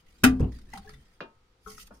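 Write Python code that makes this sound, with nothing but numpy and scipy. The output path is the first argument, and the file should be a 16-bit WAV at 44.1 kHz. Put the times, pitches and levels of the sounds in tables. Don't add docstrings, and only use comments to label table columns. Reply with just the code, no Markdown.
import sys
import numpy as np
from scipy import signal
from scipy.fft import rfft, irfft, next_fast_len
from scipy.io import wavfile
from scipy.ndimage import uniform_filter1d, map_coordinates

SR = 44100
rng = np.random.default_rng(int(sys.argv[2]) if len(sys.argv) > 2 else 0)


def master(y):
    cut = np.clip(np.atleast_2d(y).T, -1, 1)
    pcm = np.round(cut * 32767)
    wavfile.write(sys.argv[1], SR, pcm.astype(np.int16))


N = 88200


def amp(db):
    return 10 ** (np.asarray(db) / 20)


def unit_rms(x):
    return x / np.sqrt(np.mean(x ** 2) + 1e-20)


def along(points, hz):
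    freqs, values = np.transpose(points)
    return np.interp(np.log(hz + 1), np.log(freqs + 1), values)


def since(start_s):
    return np.maximum(np.arange(N) / SR - start_s, 0)


def level(points):
    return amp(np.interp(since(0), *np.transpose(points)))


def filtered(x, response):
    size = next_fast_len(N + SR // 4)
    return irfft(rfft(x, size) * response(np.fft.rfftfreq(size, 1 / SR)), size)[..., :N]


# freq_hz, correlation
COHERENCE = [(60, .99), (260, .96), (500, .65), (1000, .2), (2500, 0), (16000, 0)]


def stereo_angle(hz):
    return np.arccos(np.clip(along(COHERENCE, hz), -1, 1)) / 2


def noise(spectrum):
    def response(hz):
        angle = stereo_angle(hz)
        return amp(along(spectrum, hz)) * [np.cos(angle), np.sin(angle)]
    mid, side = filtered(rng.standard_normal((2, N)), response)
    return unit_rms(np.array([mid + side, mid - side]))


def patchy(x, depth_db, frames):
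    bins = signal.stft(x, nperseg=512)[2]
    field = uniform_filter1d(rng.standard_normal(bins.shape[1:]), size=3, axis=0)
    field = unit_rms(uniform_filter1d(field, size=frames, axis=1))
    return unit_rms(signal.istft(bins * amp(depth_db * field), nperseg=512)[1][:, :N])


def decay(t, t60_s):
    return np.exp(-np.log(1000) * t / t60_s)


def strike(start_s, rise_s, t60_s):
    t = since(start_s)
    return (1 - np.exp(-t / rise_s)) * decay(t, t60_s)


def ring(start_s, modes, rise_s):
    out = np.zeros((2, N))
    for hz, db, t60_s in modes:
        skew = stereo_angle(hz) * rng.choice([-1, 1]) * np.array([[1], [-1]])
        out += amp(db) * strike(start_s, rise_s, t60_s) * np.sin(2 * np.pi * hz * since(start_s) + skew)
    return out


def blip(start_s, hz, length_s, jitter_rad=0):
    t = since(start_s)
    wander = map_coordinates(rng.standard_normal(N // 8), [np.minimum(t, length_s) * hz / 4], order=1)
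    swell = np.sin(np.pi * np.minimum(t / length_s, 1))
    return swell * np.sin(2 * np.pi * hz * t + jitter_rad * wander)


def pan(left_over_right_db):
    return amp(left_over_right_db * np.array([[.5], [-.5]]))


# freq_hz, t60_s
ROOM_DECAY = [(200, 0.1), (1000, 0.19), (4000, 0.14), (8000, 0.13), (15000, 0.086)]


def room(x, wet_db):
    white = noise([(1, 0), (SR, 0)])[:, :SR // 2]
    hz, t, bins = signal.stft(white, SR, nperseg=256)
    tail = signal.istft(bins * decay(t, along(ROOM_DECAY, hz)[:, None]), SR, nperseg=256)[1]
    tail *= 1 - np.exp(-np.arange(tail.shape[1]) / SR / .004)
    tail /= np.linalg.norm(tail[0])
    return x + amp(wet_db) * signal.fftconvolve(np.atleast_2d(x), tail, axes=1)[:, :N]


# freq_hz, gain_db
AIR_SPECTRUM = [(59, -33.5), (100, -2), (166, -13), (289, -13.5), (524, -6.5), (595, -29), (662, -12.5),
                (1170, -14), (1280, -11), (1680, -17), (4570, -21), (16000, -42.5)]
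# time_s, level_db
RUMBLE_LEVEL = [(0, -64.5), (.15, -61.5), (.22, -52.5), (.5, -42.5), (.62, -51.5), (.7, -50.5), (.78, -50),
                (.84, -53), (.95, -51), (1.1, -64), (1.58, -67.5), (1.7, -53), (1.85, -56.5), (2, -65.5)]
# freq_hz, gain_db
RUMBLE_SPECTRUM = [(25, 2.5), (70, -2), (105, -10), (140, -9.5), (200, -11.5), (300, -16.5), (600, -34.5),
                   (1500, -61.5)]


def background(air_db=-70.5):
    return level(RUMBLE_LEVEL) * noise(RUMBLE_SPECTRUM) + amp(air_db) * noise(AIR_SPECTRUM)


# time_s, level_db
SLIDE_LEVEL = [(0, -66), (.04, -81.5), (.08, -69), (.16, -66.5), (.2, -67.5), (.5, -71), (.545, -57.5),
               (.61, -69.5), (.68, -71), (.76, -54), (.81, -67.5), (.9, -61.5), (.95, -63.5), (.99, -70.5),
               (1.15, -74.5), (1.3, -87.5)]
# freq_hz, gain_db
SLIDE_SPECTRUM = [(200, -8), (800, -3), (2000, 4), (5000, -2.5), (9000, -9), (16000, -12.5)]
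# time_s, level_db
RUB_LEVEL = [(1.58, -93.5), (1.64, -71), (1.68, -54.5), (1.716, -48.5), (1.765, -61.5), (1.79, -53),
             (1.825, -50), (1.85, -68.5), (1.875, -54), (1.897, -88.5), (1.95, -67), (2, -77)]
# freq_hz, gain_db
RUB_SPECTRUM = [(1060, -39), (1800, -6.5), (2100, -2), (3350, -3.5), (3570, -9), (4790, -1.5), (6410, -2),
                (7700, -7.5), (9250, -3.5), (15000, -9), (16000, -23.5)]
# start_s, level_db
CLICK_HITS = [(0.396, -44.5), (0.404, -46), (.586, -52), (0.701, -50.5), (0.735, -36.5), (0.7741, -37),
              (.781, -46), (0.892, -42.5), (0.935, -52), (1.713, -46), (1.781, -47), (1.877, -54.5)]
# freq_hz, gain_db
CLICK_SPECTRUM = [(300, -8), (1300, 14), (2200, -1), (5000, -1), (9000, -6.5), (16000, -16.5)]
# centre_hz, half_width_hz, boost_db
PLASTIC_PEAKS = [(1900, 50, 7.5), (3240, 57, 4), (4950, 660, 4), (6400, 88, 4), (8900, 250, 7),
                 (10400, 740, 2)]


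def gloves(grain_hz=140, grain_db=2.5):
    def rustle(spectrum):
        return patchy(noise(spectrum), depth_db=4.5, frames=5)

    def plastic(hz):
        boost_db = sum(db / (1 + ((hz - centre) / width) ** 2) for centre, width, db in PLASTIC_PEAKS)
        return amp(boost_db - 1)

    roughness = map_coordinates(rng.standard_normal(N), [since(0) * grain_hz])
    grain = unit_rms(amp(grain_db * roughness))
    slide = level(SLIDE_LEVEL) * rustle(SLIDE_SPECTRUM)
    rub = level(RUB_LEVEL) * rustle(RUB_SPECTRUM)
    bursts = sum(amp(db) * strike(start_s, rise_s=.00097, t60_s=.037) for start_s, db in CLICK_HITS)
    clicks = bursts * rustle(CLICK_SPECTRUM)
    return room(filtered(grain * (slide + rub) + clicks, plastic), wet_db=-12)


# start_s, pitch_hz, length_s, level_db, left_over_right_db
LINKAGE_SQUEAKS = [(.416, 2670, 0.0038, -48, -1.5), (.444, 2770, .004, -50, -3),
                   (0.521, 1800, 0.0028, -53, -3.5), (0.73, 2000, 0.0078, -40, 2.5),
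                   (.735, 858, .008, -36, 7), (.746, 782, 0.027, -39, -5), (.843, 781, 0.024, -52, 9.5),
                   (0.873, 1700, .013, -46.5, 4.5), (0.893, 1380, 0.0084, -51, 8),
                   (.937, 1966, .008, -52.5, 9), (0.936, 3544, 0.017, -57.5, 1),
                   (1.6616, 1364, 0.0076, -40.5, 13), (1.672, 1300, 0.0058, -38, 4.5),
                   (1.7788, 1340, 0.0057, -45, 12)]


def squeaks():
    chirps = sum(amp(db) * pan(pan_db) * blip(start_s, hz, length_s, jitter_rad=.34)
                 for start_s, hz, length_s, db, pan_db in LINKAGE_SQUEAKS)
    return room(chirps, wet_db=-6.5)


# start_s, level_db, snap_gain_db, lowpass_hz
TAP_HITS = [(1.2052, -36.5, 10, 4800), (1.9064, -47, -10, 1564)]
# freq_hz, gain_db
TAP_SPECTRUM = [(59, -54), (100, -15), (228, -0.5), (388, -2.5), (673, -4), (794, -17.5), (903, -6.5),
                (989, -10), (1590, -9), (2260, -23), (2810, -16), (3440, -18.5), (8000, -31), (10400, -82),
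                (17600, -120)]
# pitch_hz, gain_db, t60_s
PORCELAIN_MODES = [(906, -8, .3), (1272, -20, .6), (2445, -7, .17), (2745, -8, .17), (1080, -16, .22),
                   (1432, -4, .1)]


def taps(crossover_hz=2180):
    out = np.zeros((2, N))
    for start_s, db, snap_db, lowpass_hz in TAP_HITS:
        wash = noise(TAP_SPECTRUM)
        lows = filtered(wash, lambda hz: 1 / (1 + (hz / crossover_hz) ** 4))
        body = strike(start_s, rise_s=.0018, t60_s=.22) * lows
        treble = amp(2.5) * strike(start_s, rise_s=.00054, t60_s=.14) * (wash - lows)
        snap = amp(snap_db) * blip(start_s, hz=1500, length_s=.0018)
        porcelain = ring(start_s, PORCELAIN_MODES, rise_s=.0024)
        lowpass = signal.butter(4, lowpass_hz, fs=SR)
        out += amp(db) * signal.lfilter(*lowpass, snap + body + treble + porcelain)
    return out


# start_s, level_db, drive_hz, rise_s
TANK_NUDGES = [(.75, -48, 184, .01), (0.853, -43.5, 396, 0.018), (1.664, -36, 637, 0.0063)]
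# pitch_hz, gain_db, t60_s
HOLLOW_MODES = [(198.7, 5, 0.33), (427, 1, 0.28), (786, -16, 0.27), (1097, 1, 0.2)]


def hollow(rolloff_db_per_octave=10):
    out = np.zeros((2, N))
    for start_s, db, drive_hz, rise_s in TANK_NUDGES:
        modes = [(hz, gain_db - rolloff_db_per_octave * abs(np.log2(hz / drive_hz)), t60_s)
                 for hz, gain_db, t60_s in HOLLOW_MODES]
        out += amp(db) * ring(start_s, modes, rise_s)
    return out


# start_s, level_db
SHUDDER_HITS = [(0.267, -23.5), (.43, -26), (0.719, -57.5), (1.669, -54), (1.921, -54)]


def shudder(pitch_hz=59.3, t60_s=.46):
    return sum(ring(start_s, [(pitch_hz, db, t60_s)], rise_s=.0042) for start_s, db in SHUDDER_HITS)


# start_s, level_db, rise_s, t60_s
BUMP_HITS = [(0.232, -22.5, 0.0066, 0.53), (0.401, -19, 0.0038, 0.17), (0.424, -19.5, 0.0018, 0.217)]
# freq_hz, gain_db
BUMP_SPECTRUM = [(18, -25.5), (30, -4), (182, -3.5), (259, -2), (350, -15.5), (417, -15), (608, -27.5),
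                 (761, -26), (1200, -34.5), (1540, -46.5), (2730, -51), (7270, -75.5), (12000, -65),
                 (15600, -100), (22000, -120)]
# start_s, pitch_hz, length_s, level_db
HAND_PUSHES = [(.232, 132, 0.015, -26), (0.398, 148.4, 0.017, -27.5), (.402, 440, 0.011, -23.5),
               (0.42, 251.4, 0.031, -23.5), (.436, 61, 0.035, -21.5), (.735, 237, 0.024, -45),
               (.776, 193, 0.039, -45), (.89, 138.5, 0.14, -53.5), (1.912, 211, 0.035, -49.5)]


def bumps():
    thuds = sum(amp(db) * strike(start_s, rise_s, t60_s) * noise(BUMP_SPECTRUM)
                for start_s, db, rise_s, t60_s in BUMP_HITS)
    pushes = sum(amp(db) * blip(start_s, hz, length_s) for start_s, hz, length_s, db in HAND_PUSHES)
    return thuds + pushes


# start_s, level_db
CLACK_HITS = [(0.2358, -21), (0.2387, -20.5), (0.2396, -9.5), (0.2468, -18)]
# freq_hz, gain_db
CLACK_SPECTRUM = [(59, -45), (100, -12.5), (266, -1), (676, -38), (1450, -7), (2270, -17.5), (2750, -15),
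                  (3860, -20), (7610, -26), (8640, -22.5), (16000, -26.5)]
# start_s, pitch_hz, length_s, level_db
LEVER_STOPS = [(0.2406, 1415, .005, -15)]
# pitch_hz, gain_db, t60_s
TANK_MODES = [(258, 0, .37), (431, -18, .25), (653, -21, .19), (732, -23, .26), (289, -13, .22),
              (785, -14, .13), (930, -14, .07), (1180, -19, .22), (1340, -9, .11), (1421, -8, .09),
              (1580, -17, .07), (1906, -12, .09), (2078, -15, .08), (2490, -12, .13), (2660, -11, .1),
              (3205, -19, .11), (3638, -21, .11), (4926, -23, .1), (8537, -20, .07)]


def handle_knock(boom_start_s=.2405, boom_db=-8, damp_start_s=.44):
    contacts = sum(amp(db) * strike(start_s, rise_s=.0003, t60_s=.039) for start_s, db in CLACK_HITS)
    clack = contacts * patchy(noise(CLACK_SPECTRUM), depth_db=2, frames=12)
    stop = sum(amp(db) * blip(start_s, hz, length_s) for start_s, hz, length_s, db in LEVER_STOPS)
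    boom = amp(boom_db) * ring(boom_start_s, TANK_MODES, rise_s=.0037)
    damping = decay(since(damp_start_s), t60_s=.27)
    return room(clack + stop, wet_db=-9.5) + boom * damping


def scene():
    return handle_knock() + bumps() + shudder() + hollow() + taps() + squeaks() + gloves() + background()


# freq_hz, left_over_right_db
CHANNEL_BALANCE = [(100, 0.3), (400, 3.1), (1200, 2.5), (4000, -3), (12000, 0)]
TOP_HZ = 16000


def record(dry):
    panned = filtered(dry, lambda hz: pan(along(CHANNEL_BALANCE, hz)))
    clipped = panned / (1 + panned ** 6) ** (1 / 6)
    return filtered(clipped, lambda hz: 1 / (1 + (hz / TOP_HZ) ** 100))


dry = scene()
out = record(dry)
master(out)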